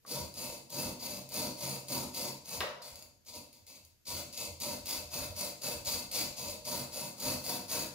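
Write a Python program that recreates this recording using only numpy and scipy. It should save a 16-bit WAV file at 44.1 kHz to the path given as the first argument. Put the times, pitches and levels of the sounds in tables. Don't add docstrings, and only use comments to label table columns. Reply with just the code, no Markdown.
import sys
import numpy as np
from scipy import signal
from scipy.fft import rfft, irfft
from scipy.io import wavfile
from scipy.ndimage import uniform_filter1d

SR = 44100
rng = np.random.default_rng(int(sys.argv[2]) if len(sys.argv) > 2 else 0)


def rack_gain(trim_db):
    fader = np.asarray(trim_db, float)
    return 10 ** (fader / 20)


def put_to_file(sound):
    columns = np.atleast_2d(sound).T
    safe = np.clip(columns, -1, 1)
    whole_steps = np.round(safe * 32767)
    wavfile.write(sys.argv[1], SR, whole_steps.astype(np.int16))


N = 350208
RATTLE_S = 2.605


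def saw(share, gains):
    # f/Hz, width between -6 dB points/Hz, relative level/dB
    blade_modes = [(2094, 98, -10), (2619, 132, -5.5), (3550, 23, -3.5), (3905, 106, -5.5), (4460, 23, -1),
                   (4663, 860, -2.5), (5650, 22, -34), (5680, 370, -8), (6570, 240, -4.5),
                   (6914, 123, -2.5), (7450, 370, -8.5), (7970, 21, -1), (8700, 115, 0.5), (9380, 280, 3),
                   (10020, 150, 2.5), (10400, 57, -25), (11000, 34, -1), (11630, 79, 0.5),
                   (12900, 200, -12), (13500, 130, -15), (14000, 32, -28), (14700, 100, -32),
                   (15130, 110, 1.5)]
    frame_modes = [(490, 59, -6.5), (529, 63, -8.5), (587.8, 52, 1), (630, 28, -25), (710, 8.2, -4.5),
                   (927, 93, -6), (957, 93, -9.5)]
    body_modes = [(137, 11.6, 2), (198, 10.5, -3.5), (226, 13, -18), (266, 11, -13.5), (324.5, 42, -10)]
    chassis_modes = [(73, 24, -10.5), (84.7, 25, 5.5)]
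    housing_modes = [(1130, 130, -9), (1294, 57, -10)]
    # f/Hz, relative level/dB
    blade_wash = [(1500, -42), (1950, -29.5), (2300, -13.5), (2800, -18.5), (3100, -17), (3500, -17),
                  (4700, -17), (6000, -15.5), (8200, -15.5), (9200, -44), (11000, -39)]
    edge_wash = [(7500, -86), (8500, -12.5), (10000, -8.5), (12500, -5.5), (14000, -9.5), (15700, -6.5)]
    frame_wash = [(250, -62), (400, -27.5), (600, -12.5), (900, -19), (1080, -18), (1250, -25), (1600, -63)]
    body_wash = [(60, -48), (110, -19), (250, -7.5), (400, -18.5), (600, -53)]
    chassis_wash = [(20, -67), (40, -6), (100, -16), (160, -41)]
    housing_wash = [(800, -36), (1100, -19.5), (1400, -7), (1800, -14.5), (2000, -16), (2500, -48.5)]
    # t/s, relative level/dB
    hard_catches = [(0.0628, -50), (0.0902, -45), (0.3391, -43), (0.3706, -52), (0.7013, -42), (1.011, -44),
                    (1.2885, -43), (1.3194, -44), (1.3395, -34.5), (1.882, -36.5), (1.928, -33),
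                    (2.144, -38), (2.1619, -38), (2.4558, -43.5), (2.604, -38), (2.8222, -51),
                    (2.9549, -42), (3.0225, -44), (3.248, -60), (3.5274, -49.5), (3.6651, -49),
                    (3.848, -51), (4.054, -54), (4.0756, -59), (4.326, -45), (4.374, -33.5), (4.6, -38),
                    (4.8565, -36), (5.3636, -39.5), (5.3855, -41), (5.6171, -40), (5.8476, -41),
                    (6.113, -34.5), (6.65, -41), (7.199, -36), (7.439, -38), (7.702, -41)]
    edge_from_hz = 8600

    drive = share * teeth(per_s=5000, spread_db=2.5, judder_db=1.5)
    scuff = np.exp(-np.arange(600) / 130) * rng.standard_normal(600)
    bite = share * signal.oaconvolve(impulses(hard_catches), scuff)[:N]
    low_modes = [m for m in blade_modes if m[0] < edge_from_hz]
    high_modes = [m for m in blade_modes if m[0] >= edge_from_hz]
    parts = [(rack_gain(1.0) * bite, low_modes, blade_wash),
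             (rack_gain(1.5) * bite, high_modes, edge_wash),
             (0, frame_modes, frame_wash),
             (0, body_modes, body_wash),
             (0, chassis_modes, chassis_wash),
             (0, housing_modes, housing_wash)]
    total = np.zeros(N)
    for gain, (extra, modes, wash) in zip(gains, parts):
        response = ring(shifted(modes, detune=0.0068, scatter_db=3.0), wash)
        total += signal.oaconvolve(drive * gain + extra, response)[:N]
    return total


def teeth(per_s, spread_db, judder_db):
    catches = (rng.random(N) < per_s / SR) * rng.choice([-1., 1.], N)
    size_db = spread_db * np.minimum(rng.exponential(1, N), 4)
    judder = uniform_filter1d(uniform_filter1d(rng.standard_normal(N), 300), 300)
    x = catches * rack_gain(size_db + judder_db * judder / judder.std())
    return x / x.std()


def impulses(rows):
    x = np.zeros(N)
    s, db = np.transpose(rows)
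    x[(s * SR).astype(int)] = rack_gain(db)
    return x


def shifted(modes, detune, scatter_db):
    chance = rng.standard_normal((len(modes), 2))
    return [(hz * (1 + detune * a), width, db - scatter_db * abs(b))
            for (hz, width, db), (a, b) in zip(modes, chance)]


def ring(modes, wash, size=8192):
    hz = abs(np.fft.fftfreq(size, 1 / SR))
    power = rack_gain(read(wash, hz)) ** 2
    for mode_hz, width, db in modes:
        power = power + rack_gain(db) ** 2 / (1 + (2 * (hz - mode_hz) / width) ** 2) ** 2
    log_gain = np.log(power) / 2
    phase = -signal.hilbert(log_gain).imag
    taps = np.fft.ifft(np.exp(log_gain + 1j * phase)).real[:size // 2]
    return taps / np.linalg.norm(taps)


def read(points, hz):
    f, value = np.transpose(points)
    return np.interp(np.log(hz + 1), np.log(f + 1), value)


def efforts():
    # t/s, level/dB
    brace_points = [(0, 2.5), (.45, 0), (.8, 2.5), (1.2, 0.5), (2, 2), (2.5, -1), (3, 1.5), (3.5, -1),
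                    (4.1, 3.3), (4.6, 0), (5.2, -0.6), (5.8, 0.5), (6.2, -2), (6.6, -1.5), (7.1, 1.5),
                    (7.4, -3), (7.94, 0)]
    braced = rack_gain(np.interp(np.arange(N) / SR, *np.transpose(brace_points)))
    rasp = follow(over_db=0.21, pull_db=-0.07, short_db=1, build_s=0.03, fade=1, weight=0, grip=0)
    edge = follow(over_db=-0.68, pull_db=0.35, short_db=3.5, build_s=0.034, fade=1.05, weight=0.24, grip=0.19)
    frame = follow(over_db=-3.0, pull_db=0.3, short_db=4.5, build_s=0.041, fade=0.79, weight=0.75, grip=-0.057)
    body = follow(over_db=-6, pull_db=-0.5, short_db=9, build_s=0.043, fade=0.61, weight=0.93, grip=0)
    chassis = follow(over_db=-21.5, pull_db=-1.0, short_db=1.5, build_s=0.068, fade=0.43, weight=0.26, grip=.1)
    housing = follow(over_db=-17, pull_db=-1.5, short_db=5.5, build_s=0.048, fade=0.92, weight=0.47, grip=1)
    return [rasp,
            edge,
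            frame + shaken(db=-41.5, dying_db_per_s=80),
            braced * body + shaken(db=-57, dying_db_per_s=158),
            chassis + rocking(),
            housing + shaken(db=-46, dying_db_per_s=94)]


def follow(over_db, pull_db, short_db, build_s, fade, weight, grip):
    # start t/s, rise/s, hold/s, effort level/dB, downward weight/dB
    full_strokes = [(0.058, 0.077, 0.066, -39.5, -0.5), (0.338, 0.061, 0.14, -41, -2),
                    (0.689, 0.11, 0.076, -39.5, 0.5), (0.985, 0.064, 0.12, -40.5, -2.5),
                    (1.291, 0.092, 0.088, -38.5, 0.5), (1.56, 0.079, 0.12, -39.5, -1.5),
                    (1.865, 0.062, 0.091, -38, 1), (2.129, 0.043, .11, -38, -3),
                    (2.44, 0.066, 0.043, -44.5, -1), (2.815, 0.0048, 0.095, -48, -9),
                    (3.255, 0.029, 0.0045, -48.5, -7), (3.319, 0.02, 0.024, -46.5, -1),
                    (3.526, .01, 0.032, -60, -5.5), (3.661, .015, 0.085, -52, -8),
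                    (4.063, 0.016, .12, -38, -5.5), (4.364, 0.011, 0.083, -40.5, -4.5),
                    (4.596, 0.022, 0.11, -37.5, -3), (4.847, 0.045, 0.072, -36.5, -7),
                    (5.1, 0.043, 0.099, -39, -1.5), (5.351, 0.041, 0.076, -38, -4.5),
                    (5.611, 0.029, 0.083, -37, -2), (5.846, 0.021, 0.11, -34.5, -7),
                    (6.108, 0.044, 0.075, -32.5, -6.5), (6.359, 0.023, 0.13, -40.5, -1.5),
                    (6.641, 0.044, 0.12, -37, -1), (6.911, 0.031, 0.12, -40.5, -2),
                    (7.178, 0.095, 0.066, -36, -1), (7.426, 0.055, .08, -38.5, 0),
                    (7.677, 0.034, 0.11, -35.5, -2)]
    # start t/s, rise/s, hold/s, effort level/dB,
    # downward weight/dB
    brief_slips = [(0.024, 0.012, 0.0089, -73, 11), (1.328, 0.011, 0.018, -43.5, -1.5),
                   (2.16, .006, .01, -49, -9), (5.86, .006, 0.019, -43, -1), (2.518, 0.011, 0.025, -41, -1),
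                   (2.96, 0.0045, 0.032, -53.5, -2), (3.247, 0.0017, .01, -68, -10),
                   (3.39, 0.0088, 0.022, -66, -12), (3.828, 0.0045, 0.0042, -66, -8),
                   (4.05, 0.0033, 0.012, -51.5, -11), (4.323, 0.0055, 0.013, -44, -11),
                   (6.46, .01, 0.032, -43, -6), (7.04, .01, 0.018, -51, 0), (7.163, .02, .02, -51, 6)]
    # t/s, level/dB
    grip_points = [(0, -0.5), (1, -0.5), (2, 0.5), (2.6, 1.5), (3.2, -4), (3.9, -2), (4.2, 2.5), (4.5, -6),
                   (4.8, 3), (5.3, 3.5), (6, 2), (6.5, -2), (6.8, 2), (7.2, 1.5), (7.55, 4.5), (7.94, 6)]
    rise_bend = 0.69
    sag_db_per_s, stop_db_per_s = 48.5, 228

    start, rise, hold, effort_db, weight_db = np.transpose(full_strokes + brief_slips)[:, :, None]
    index = np.arange(len(start))[:, None]
    pulled = index % 2 * (index < len(full_strokes))
    t = np.arange(0, N + 44, 44) / SR
    since = np.maximum(t - start, 0)
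    rise, hold = np.maximum(rise, .002), np.maximum(hold, 0)
    sag_db = sag_db_per_s * np.clip(since - rise, 0, hold)
    stop_db = stop_db_per_s * np.maximum(since - rise - hold, 0)
    unbuilt_db = short_db * np.exp(-(since / build_s) ** 2)
    db = effort_db + weight * weight_db + pull_db * pulled - unbuilt_db - fade * (sag_db + stop_db)
    stroke_gain = np.minimum(since / rise, 1) ** rise_bend * rack_gain(db)
    gain = np.sqrt((stroke_gain ** 2).sum(axis=0))
    grip_db = grip * np.interp(t, *np.transpose(grip_points))
    return np.interp(np.arange(N) / SR, t, gain * rack_gain(over_db + grip_db))


def shaken(db, dying_db_per_s):
    since = np.arange(N) / SR - RATTLE_S
    return (since > 0) * rack_gain(db - dying_db_per_s * abs(since))


def rocking():
    # t/s, peak level/dB
    car_jolts = [(.21, -48), (.5, -58), (.865, -43), (1.14, -60), (1.45, -50), (1.98, -57), (2.07, -54),
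                 (2.58, -52.5), (2.93, -61), (3.07, -63), (3.17, -70), (3.34, -58), (3.62, -64),
                 (3.83, -65), (3.93, -73), (4.14, -52), (4.5, -49), (4.72, -60), (4.82, -53), (4.95, -52),
                 (5.06, -59), (5.205, -49), (5.29, -47), (5.78, -45), (5.87, -51), (5.95, -55), (6.07, -62),
                 (6.285, -50), (6.48, -51), (6.6, -59), (6.75, -60), (7.27, -48.5), (7.36, -51),
                 (7.65, -58)]
    swell_s = 0.026
    swell = np.exp(-(np.arange(-4000, 4001) / SR / swell_s) ** 2)
    return abs(signal.oaconvolve(impulses(car_jolts), swell, "same"))


def knock():
    # t/s, level/dB, push f/Hz
    knock_pushes = [(0.049, -43.5, 1320), (2.604, -16, 3620), (2.607, -16.5, 2580), (2.612, -22, 1920),
                    (2.615, -34, 1200), (2.624, -42, 1020), (2.636, -32.5, 523)]
    # f/Hz, width between -6 dB points/Hz, relative level/dB
    struck_modes = [(608, 50, -19), (1147, 130, 3.5), (1920, 200, -6), (2790, 240, -8), (3850, 550, -8)]
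    # f/Hz, relative level/dB
    struck_wash = [(200, -20), (500, -4), (1500, -11.5), (4000, -12.5), (5500, -10), (9000, -51)]
    n = np.arange(9000)
    pushes = np.zeros(N)
    for s, db, hz in knock_pushes:
        cycles = n[:900] * hz / SR
        start = round(s * SR)
        push = np.exp(-cycles / 0.91) * np.sin(2 * np.pi * cycles)
        pushes[start:start + len(cycles)] += rack_gain(db) * push
    start = round(RATTLE_S * SR)
    rattle = np.exp(-n / 2400) * rng.standard_normal(len(n))
    pushes[start:start + len(n)] += rack_gain(-37.5) * rattle
    return signal.oaconvolve(pushes, ring(struck_modes, struck_wash))[:N]


def ports():
    # f/Hz, t60/s
    garage_t60 = [(80, 0.61), (500, 0.46), (2000, 0.43), (6000, 0.56), (15000, 0.31)]
    # f/Hz, level/dB
    wet_points = [(60, -7), (300, -0.5), (700, 4), (1200, 2.5), (2500, 5), (5000, -3), (8000, -1),
                  (14000, 0)]
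    # f/Hz, level/dB
    lean_points = [(25, -0.5), (60, -3.5), (150, -1), (380, 0), (950, 0.6), (2380, 2), (5000, 3),
                   (8500, 5.5), (10000, -3)]
    # f/Hz, share (0-1)
    common_points = [(40, 0.62), (200, 0.97), (600, 0.41), (1100, 0), (7500, 0.01), (9200, 0), (10000, 1),
                     (15000, 1)]
    # f/Hz, phase/rad
    phase_points = [(60, 0.42), (600, 0.4), (2700, 0.5), (4400, -1.95), (7000, -1.5), (8400, -5),
                    (9800, -2 * np.pi)]

    taps = np.zeros((2, SR))
    slots = np.arange(120, SR - 20, 20)
    at = slots + rng.integers(0, 20, (2, len(slots)))
    np.put_along_axis(taps, at, rng.choice([-1., 1.], at.shape), axis=1)
    hz, t, z = signal.stft(taps, SR, nperseg=512)
    t60 = np.maximum(read(garage_t60, hz), .05)[:, None]
    level_1 = np.sqrt(20 * 2 * np.log(1000) / (t60 * SR))
    z = z * rack_gain(-60 * t / t60) * level_1
    left, other = rfft(signal.istft(z, SR, nperseg=512)[1][:, :SR])

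    hz = np.fft.rfftfreq(SR, 1 / SR)
    common = np.clip(read(common_points, hz), 0, 1)
    tail = np.array([left, common * left + np.sqrt(1 - common ** 2) * other])
    sides = np.array([[.5], [-.5]])
    delay = 2j * np.pi * hz * 64 / SR
    direct = np.exp(1j * sides * read(phase_points, hz) - delay)
    wet = rack_gain(read(wet_points, hz))
    mixed = (direct + wet * tail) / np.sqrt(1 + wet ** 2)
    return irfft(mixed * rack_gain(read(lean_points, hz) * sides), SR)


def air():
    # f/Hz, relative level/dB
    air_points = [(18, -44), (30, 0), (126, -2), (420, -13), (945, -23), (1500, -18), (3300, -20),
                  (6700, -18), (8300, -25), (13600, -16), (15500, -30)]
    hz = np.fft.rfftfreq(N, 1 / SR)
    x = irfft(rfft(rng.standard_normal((2, N))) * rack_gain(read(air_points, hz)), N)
    return rack_gain(-72.5) * x / x.std()


def scene():
    spots, spot_s = 13, .1
    spot = np.arange(N) / SR / spot_s
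    gains = efforts()
    out = air() + signal.fftconvolve(knock()[None], ports(), axes=1)[:, :N]
    for k in range(spots):
        away = abs((spot - k + spots / 2) % spots - spots / 2)
        share = np.cos(np.pi / 2 * np.minimum(away, 1))
        out += signal.fftconvolve(saw(share, gains)[None], ports(), axes=1)[:, :N]
    return out


def roll_off(x):
    return signal.sosfilt(signal.butter(12, 16520, fs=SR, output="sos"), x)


def record(dry):
    low_pass = signal.firwin(511, 15690, window=("kaiser", 8), fs=SR)
    mix = signal.oaconvolve(dry, low_pass[None], "same", axes=1)
    return roll_off(mix)


dry = scene()
out = record(dry)
put_to_file(out)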